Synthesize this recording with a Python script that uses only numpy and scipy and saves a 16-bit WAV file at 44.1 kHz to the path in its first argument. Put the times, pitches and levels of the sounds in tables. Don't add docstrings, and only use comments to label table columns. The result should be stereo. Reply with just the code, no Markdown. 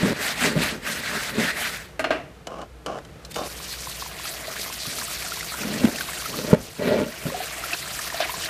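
import sys
import numpy as np
from scipy import signal
from scipy.fft import rfft, irfft
from scipy.io import wavfile

SR = 44100
rng = np.random.default_rng(int(sys.argv[2]) if len(sys.argv) > 2 else 0)


def dump(signal):
    limited = np.clip(np.atleast_2d(signal).T, -1, 1)
    pcm = np.round(limited * 32767).astype(np.int16)
    wavfile.write(sys.argv[1], SR, pcm)


def how_loud(loudness_db):
    steps = np.asarray(loudness_db, float) / 20
    return 10 ** steps


N = 374485
TIME = np.arange(N) / SR
HZ = np.maximum(np.arange(N // 2 + 1) * SR / N, 1)

# f/Hz, width/Hz, level/dB
GRIDDLE_MODES = [(1910, 130, -1.5), (2340, 66, -15.5), (3940, 49, 5.5), (4570, 30, 7), (4940, 49, -25.5),
                 (5170, 49, 3), (6300, 40, -7), (6500, 76, 4), (8030, 68, 2.5), (8580, 31, -17),
                 (9630, 39, -33), (11000, 110, -10)]


def rms_one(x):
    return x / np.sqrt(np.mean(x ** 2) + 1e-20)


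def in_time(rows, column, outside=-120):
    rows = np.array(rows)
    return np.interp(TIME, rows[:, 0], rows[:, column], outside, outside)


def at_hz(points, hz):
    points = np.array(points)
    return np.interp(np.log(hz), np.log(points[:, 0]), points[:, 1])


def drift(rate):
    step, settle = 40, 2000
    r = np.exp(-2 * np.pi * rate * step / SR)
    noise = rng.standard_normal(N // step + settle + 2)
    slow = signal.lfilter([1], [1, -2 * r, r * r], noise)[settle:]
    return np.interp(np.arange(N) / step, np.arange(len(slow)), rms_one(slow))


def grit(per_s, spread_db):
    sizes = how_loud(spread_db * np.minimum(rng.exponential(1, N), 4))
    sizes = sizes * rng.choice([-1, 1], N)
    return rms_one(sizes * (rng.random(N) < per_s / SR))


def colour(x, spectrum, patchy_db=0., shared_db=0., rate=15.):
    whole = rfft(x) * how_loud(at_hz(spectrum, HZ))
    together = drift(rate)
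    out = 0
    for centre in np.arange(9, 29):
        window = np.cos(np.pi / 2 * np.clip(2 * np.log2(HZ) - centre, -1, 1)) ** 2
        flicker_db = patchy_db * drift(rate) + shared_db * together
        out = out + irfft(whole * window, N) * how_loud(flicker_db)
    return rms_one(out)


def resonate(x, peaks, widen=0.41):
    out = 0
    for k, (hz, width_hz, level_db) in enumerate(peaks):
        r = np.exp(-np.pi * widen * width_hz / SR)
        poles = [1, -2 * r * np.cos(2 * np.pi * hz / SR), r * r]
        gain = (-1) ** k * how_loud(level_db) * (1 - r * r)
        out = out + gain * signal.lfilter([1, 0, -1], poles, x)
    return rms_one(out)


def add(out, s, sound):
    at = round(s * SR)
    out[at:at + len(sound)] += sound[:N - at]


def ring(hz, t60, rise_s, glide=0.):
    t = np.arange(round(1.3 * t60 * SR)) / SR
    tone = np.sin(2 * np.pi * hz * t * (1 + glide * t / t60))
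    return tone * how_loud(-60 * t / t60) * (1 - np.exp(-t / rise_s))


def burst(low_hz, high_hz, t60):
    t = np.arange(round(t60 * SR)) / SR
    band = signal.butter(2, [low_hz, min(high_hz, .45 * SR)], "band", fs=SR, output="sos")
    return rms_one(signal.sosfilt(band, rng.standard_normal(len(t)))) * how_loud(-60 * t / t60)


def scouring():
    # t/s, level/dB, brightness/dB
    strokes = [(0.0, -34, -12), (0.086, -28, -6.5), (0.136, -39.5, -12), (0.23, -26, -3.5),
               (0.318, -26.5, -6), (0.35, -35.5, -7), (0.466, -21.5, -7.5), (0.554, -37.5, -9),
               (0.636, -22, -6), (0.812, -48, -8.5), (0.876, -27.5, -7), (1.02, -35.5, -4.5),
               (1.064, -29.5, -7.5), (1.294, -30, -6.5), (1.326, -40.5, -5), (1.404, -25.5, -10),
               (1.508, -27, -9), (1.53, -37, -8), (1.606, -27.5, -5.5), (1.76, -33.5, -5), (1.97, -65, -5)]
    # f/Hz, level per Hz/dB
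    rasp_spectrum = [(290, -34), (500, -25), (595, -7), (972, -13), (1540, -3.5), (1940, -2.5), (3090, -10),
                     (4560, -11.5), (5580, -15), (14100, -23.5), (15800, -8)]
    catches = grit(9000, 1.63)
    rasp = colour(catches, rasp_spectrum, patchy_db=2.0, shared_db=-1.0, rate=18)
    rasp = rasp + how_loud(-19) * resonate(catches, GRIDDLE_MODES)
    top = signal.sosfilt(signal.butter(2, 4500, "high", fs=SR, output="sos"), rasp)
    bright_db = in_time(strokes, 2, 0) + 7
    return how_loud(in_time(strokes, 1) + 2.8) * (rasp + (how_loud(bright_db) - 1) * top)


def grinding():
    # t/s, boom level/dB, upper ring relative/dB
    spells = [
        [(0.0, -32, -4), (0.042, -23.5, -16), (0.136, -25, -15), (0.16, -37.5, -3), (0.394, -43.5, -11),
         (0.448, -22.5, -14), (0.53, -34, -2), (0.574, -20, -15), (0.672, -36.5, -15), (0.778, -38.5, -17),
         (0.818, -53, 1), (0.862, -38, -13), (1.028, -44.5, -4), (1.168, -34, -2), (1.252, -56, -2),
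         (1.398, -22, -11), (1.554, -48.5, 0), (1.68, -44, -8), (1.75, -49, -1)],
        [(4.3, -50, 2), (4.328, -66, 14), (4.61, -48, 4), (4.684, -65, 13), (4.76, -51, -18), (4.826, -76, -6),
         (4.882, -41, -10), (5.018, -50, -2), (5.05, -51, -4)],
        [(5.55, -61, 0), (5.614, -34, -13), (5.82, -30, -13), (5.836, -22, -14), (5.856, -20, -23),
         (5.914, -35, -12), (6.1, -59, -2)],
        [(6.28, -45, -3), (6.376, -32.5, -8), (6.47, -32, -6), (6.544, -18, 0.5), (6.564, -34, -2),
         (6.72, -64, -9)],
        [(6.76, -61, -11), (6.804, -28, -1), (6.942, -23, 5.5), (7.036, -23, -5), (7.1, -44, -2),
         (7.14, -52, -11)],
        [(7.2, -55, -8), (7.212, -54, 11), (7.268, -24.5, -17), (7.33, -44, 3), (7.45, -62, 19)],
    ]
    # f/Hz, width/Hz, level/dB
    boom_modes = [(218, 97, 0)]
    # f/Hz, width/Hz, level/dB
    upper_modes = [(402, 62, 7), (615, 55, 9), (858, 24, -2), (1065, 37, -12), (1400, 17, -3),
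                   (1950, 38, -7), (2060, 15, -18), (2350, 37, -8)]
    slips = grit(500, 2.65)
    boom = resonate(slips, boom_modes, widen=0.9)
    upper = resonate(slips, upper_modes, widen=0.76)
    out = np.zeros(N)
    for spell in spells:
        out += how_loud(in_time(spell, 1)) * (boom + how_loud(in_time(spell, 2, 0)) * upper)
    return out


def griddle_bumps():
    # t/s, peak level/dB, f/Hz, t60/s, upper f/Hz, upper level relative/dB
    bumps = [
        (0.031, -12, 176, 0.067, 589, -9),
        (0.059, -17, 240, 0.086, 436, 0),
        (0.562, -16, 155, 0.12, 600, -8),
        (4.873, -30, 145, 0.06, 538, -10),
        (5.842, -5, 238, 0.056, 327, -8),
        (6.53, 2, 187, 0.034, 490, 0),
        (7.254, -20.5, 158, 0.063, 620, -2),
    ]
    out = np.zeros(N)
    for s, db, hz, t60, upper_hz, upper_db in bumps:
        add(out, s, how_loud(db + 4.5) * ring(hz, t60, .0015))
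        add(out, s, -how_loud(db + upper_db) * ring(upper_hz, 0.84 * t60, 0.002))
    return out


def dropped_scourer():
    # t/s, peak level/dB, crack relative/dB
    landings = [
        (1.994, -9.5, -8),
        (2.042, -8.5, -28),
        (2.106, -5.5, -31),
        (2.127, -18.5, -20),
        (2.149, -27.5, -27),
    ]
    # f/Hz, level/dB, t60/s
    basin_modes = [(642, 0.5, 0.064), (1157, -31, 0.6), (1237, -17, 0.84), (1437, -17, 0.18),
                   (1570, -13, 0.53), (1900, -17.5, 0.18), (2815, -22, 0.48), (4260, -24, 0.22),
                   (5250, -32, 0.19)]
    # f/Hz, level per Hz/dB
    tail_spectrum = [(120, -72), (200, -40), (259, -5.5), (531, -15), (641, -1.5), (843, -19), (2750, -19),
                     (3320, -29.5), (12000, -54), (15600, -94), (22000, -120)]
    out, tail_level = np.zeros(N), np.zeros(N)
    for s, db, crack_db in landings:
        for hz, mode_db, t60 in basin_modes:
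            uneven_db = rng.normal(0, 1.7)
            add(out, s, how_loud(db + mode_db - 6.5 + uneven_db) * ring(hz, min(t60, .15), 0.0002))
        add(out, s, how_loud(db - 14.5) * burst(580, 2440, 0.096))
        add(out, s, how_loud(db + crack_db - 18) * burst(3000, 11000, 0.11))
        add(tail_level, s, how_loud(db - 20 - 60 * TIME[:SR // 2] / 0.38))
    return out + tail_level * colour(rng.standard_normal(N), tail_spectrum)


def tap_handle():
    # t/s, level/dB
    turns = [
        [(2.465, -67), (2.471, -39), (2.627, -34), (2.68, -63)],
        [(2.857, -57), (2.863, -29.5), (2.975, -33), (3.02, -52)],
        [(3.355, -45), (3.365, -27), (3.48, -39)],
    ]
    # f/Hz, level per Hz/dB
    rub_spectrum = [(88, -41), (150, -12), (411, -10), (532, -5), (796, -6), (938, -20), (1050, -7.5),
                    (1720, -23), (1920, -34), (2980, -23.5), (3580, -37), (5760, -33), (12000, -53),
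                    (15600, -71), (22000, -120)]
    # t/s, peak level/dB, f/Hz, low knock relative/dB
    clicks = [(2.4703, -23, 2970, 0), (2.5844, -39, 3040, 3), (2.6155, -31, 2930, -3),
              (2.8619, -21, 2970, -3), (2.9856, -34, 1940, 6), (3.0495, -34, 3100, -3),
              (3.249, -25, 4090, -20), (3.3124, -35, 3600, -17), (3.3428, -22.5, 4740, -21),
              (3.3598, -19, 2970, -4), (3.3844, -26, 3630, -7)]
    # t/s, f/Hz, level/dB
    whistle = [
        (3.29, 3620, -63),
        (3.358, 3620, -43),
        (3.45, 3630, -54),
    ]
    rub_level = sum(how_loud(in_time(turn, 1)) for turn in turns)
    out = rub_level * colour(grit(1500, 2.4), rub_spectrum)
    for s, db, hz, low_db in clicks:
        add(out, s, how_loud(db - 10.5) * burst(2000, 7700, 0.037))
        add(out, s, how_loud(db - 11) * ring(hz, 0.048, 0.00025))
        add(out, s, how_loud(db + low_db - 4) * burst(370, 1530, 0.036))
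    phase = 2 * np.pi * np.cumsum(in_time(whistle, 1, 3580)) / SR
    return out + how_loud(in_time(whistle, 2) + 2) * np.sin(phase)


def bubble_fizz():
    fizz = np.zeros(N)
    for when, pitch, size in rng.random((1300, 3)):
        hz = 900 * 8.0 ** pitch
        level = how_loud(-7 * np.log(size + 0.023))
        add(fizz, 3.5 + 4.95 * when, level * ring(hz, 22 / hz, 0.0004, glide=0.1))
    return rms_one(fizz)


def jet():
    # t/s, hiss level/dB, splash relative/dB
    flow = [(3.2, -75, 17), (3.26, -52, -19), (3.29, -65, -6), (3.32, -38, -19), (3.33, -53, -22),
            (3.36, -40, -9), (3.43, -41.5, -1), (3.46, -35.5, -8), (3.55, -39, 1), (3.73, -34, -11),
            (3.77, -35.5, -6), (4.02, -34, -4), (4.13, -40.5, 3), (4.27, -33, -2.5), (4.44, -37, 3),
            (4.6, -32, -4.5), (4.78, -35, -1.5), (4.79, -32.5, -5), (5.97, -33.5, 1.5), (6.43, -32.5, -4),
            (6.53, -35.5, 5.5), (6.56, -53, 2), (6.63, -42, -6), (6.75, -44, -1.5), (6.85, -37, 7.5),
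            (7.0, -40.5, 9), (7.06, -41.5, 0.5), (7.29, -35.5, 1.5), (7.72, -33, 2), (7.74, -33, 8),
            (7.77, -31.5, -10), (7.84, -35.5, 1.5), (7.99, -31.5, -2), (8.19, -34.5, 2.5),
            (8.21, -32.5, 12), (8.31, -32.5, 0), (8.46, -30.5, -1), (8.49, -37, 7)]
    # f/Hz, level per Hz/dB
    hiss_spectrum = [(180, -35), (300, -13), (493, -22.5), (665, -4.5), (882, -17), (1060, -11),
                     (1150, -11.5), (2310, -7.5), (3320, -8), (4550, -4.5), (4950, -6.5), (13200, -14),
                     (15800, -9)]
    spray = grit(12000, 3.26)
    hiss = colour(spray, hiss_spectrum, patchy_db=2.5, shared_db=0.94, rate=25.7)
    hiss = hiss + how_loud(-25) * resonate(spray, GRIDDLE_MODES)
    splash = signal.sosfilt(signal.butter(2, 3000, fs=SR, output="sos"), hiss)
    hiss = hiss + (how_loud(in_time(flow, 2, 0) + 4.5) - 1) * splash
    return how_loud(in_time(flow, 1)) * (how_loud(0.5) * hiss + how_loud(-14.5) * bubble_fizz())


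def run_off():
    # t/s, peak level/dB, f/Hz, ring/cycles
    plops = [(4.254, -21, 1300, 21), (4.48, -24, 640, 25), (5.015, -21, 1620, 25), (5.082, -26, 1270, 25),
             (5.223, -12.5, 2300, 18), (5.264, -24, 1390, 27), (5.319, -21, 1370, 43),
             (5.408, -16, 1990, 25), (5.428, -23, 1400, 25), (5.52, -24, 1270, 28), (5.54, -21.5, 1400, 30),
             (5.615, -17, 2450, 25), (5.632, -21, 1390, 28), (5.739, -20, 1750, 25), (5.815, -28, 560, 28),
             (5.958, -17, 2560, 30), (5.984, -19, 1750, 32), (6.008, -13, 1520, 27), (6.133, -20, 1770, 23),
             (6.257, -20, 1280, 35), (7.122, -24, 1910, 28), (7.14, -28, 1510, 25), (7.32, -26, 538, 42),
             (7.344, -22, 720, 59), (7.403, -22, 730, 43), (7.638, -19.5, 1340, 35),
             (7.732, -11.5, 2580, 50), (7.99, -17.5, 1760, 25), (8.069, -23, 1610, 25),
             (8.101, -18, 1800, 25), (8.143, -22, 673, 25), (8.203, -11.5, 673, 25), (8.224, -20, 664, 25),
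             (8.254, -25, 684, 22), (8.294, -18, 980, 26), (8.34, -23.5, 1010, 37), (8.436, -20, 1830, 25),
             (8.456, -21, 1620, 25)]
    out = np.zeros(N)
    for s, db, hz, cycles in plops:
        add(out, s, how_loud(db + 3.5) * ring(hz, max(cycles, 5) / hz, 0.0015, glide=0.035))
        add(out, s, how_loud(db - 15) * burst(1030, 6000, 0.055))
    return out


def kitchen():
    # t/s, air level/dB, fridge hum level/dB
    background = [(0.0, -37, -47), (0.19, -43, -55), (0.45, -47, -52), (0.59, -40, -37), (0.99, -42, -52),
                  (2.51, -47, -46), (2.79, -47.5, -37), (3.03, -44.5, -49), (3.5, -43.5, -41),
                  (4.96, -47.5, -43), (5.13, -44, -48), (5.48, -44, -51), (5.86, -46, -46),
                  (6.46, -41, -47), (6.57, -37, -59), (6.83, -51.5, -63), (7.26, -46, -45),
                  (8.25, -45.5, -47), (8.39, -41.5, -57), (8.49, -48, -57)]
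    # f/Hz, level per Hz/dB
    air_spectrum = [(12, -59), (20, -38), (42, -10), (65, -1.5), (85, -9), (158, -3.5), (254, -16),
                    (365, -10), (397, -19), (431, -7.5), (482, -11.5), (969, -21.5), (1050, -22),
                    (1280, -20), (15800, -43)]
    hum_hz = 59.7
    hum = np.sin(2 * np.pi * hum_hz * TIME + .5 * drift(2.5)) * how_loud(1.8 * drift(4.7))
    air = colour(rng.standard_normal(N), air_spectrum)
    return how_loud(in_time(background, 1)) * air + how_loud(in_time(background, 2) - 6.0) * hum


def stereo_pair(mid):
    # f/Hz, side minus mid level/dB
    width = [(60, -40), (110, -30), (200, -29.5), (380, -14), (700, -19), (1290, -19.5), (2380, -18),
             (4400, -4.5), (8120, -9.5), (15000, -16.5)]
    scatter = rfft(rng.standard_normal(600) * how_loud(-60 * TIME[:600] / 0.013), N)
    phases = scatter / np.abs(scatter)
    side = irfft(rfft(mid) * phases * how_loud(at_hz(width, HZ) - 1.2), N)
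    return np.array([mid + side, mid - side])


def scene():
    griddle = scouring() + grinding() + griddle_bumps()
    tap = tap_handle() + jet() + run_off()
    return stereo_pair(griddle + dropped_scourer() + tap + kitchen())


def low_pass(x):
    return signal.sosfilt(signal.butter(12, 15950, fs=SR, output="sos"), x)


def record(dry):
    rounded = 1.312 * np.tanh(dry / 1.29)
    top_cut = signal.cheby2(12, 70, 15900, fs=SR, output="sos")
    return low_pass(signal.sosfilt(top_cut, rounded))


dry = scene()
out = record(dry)
dump(out)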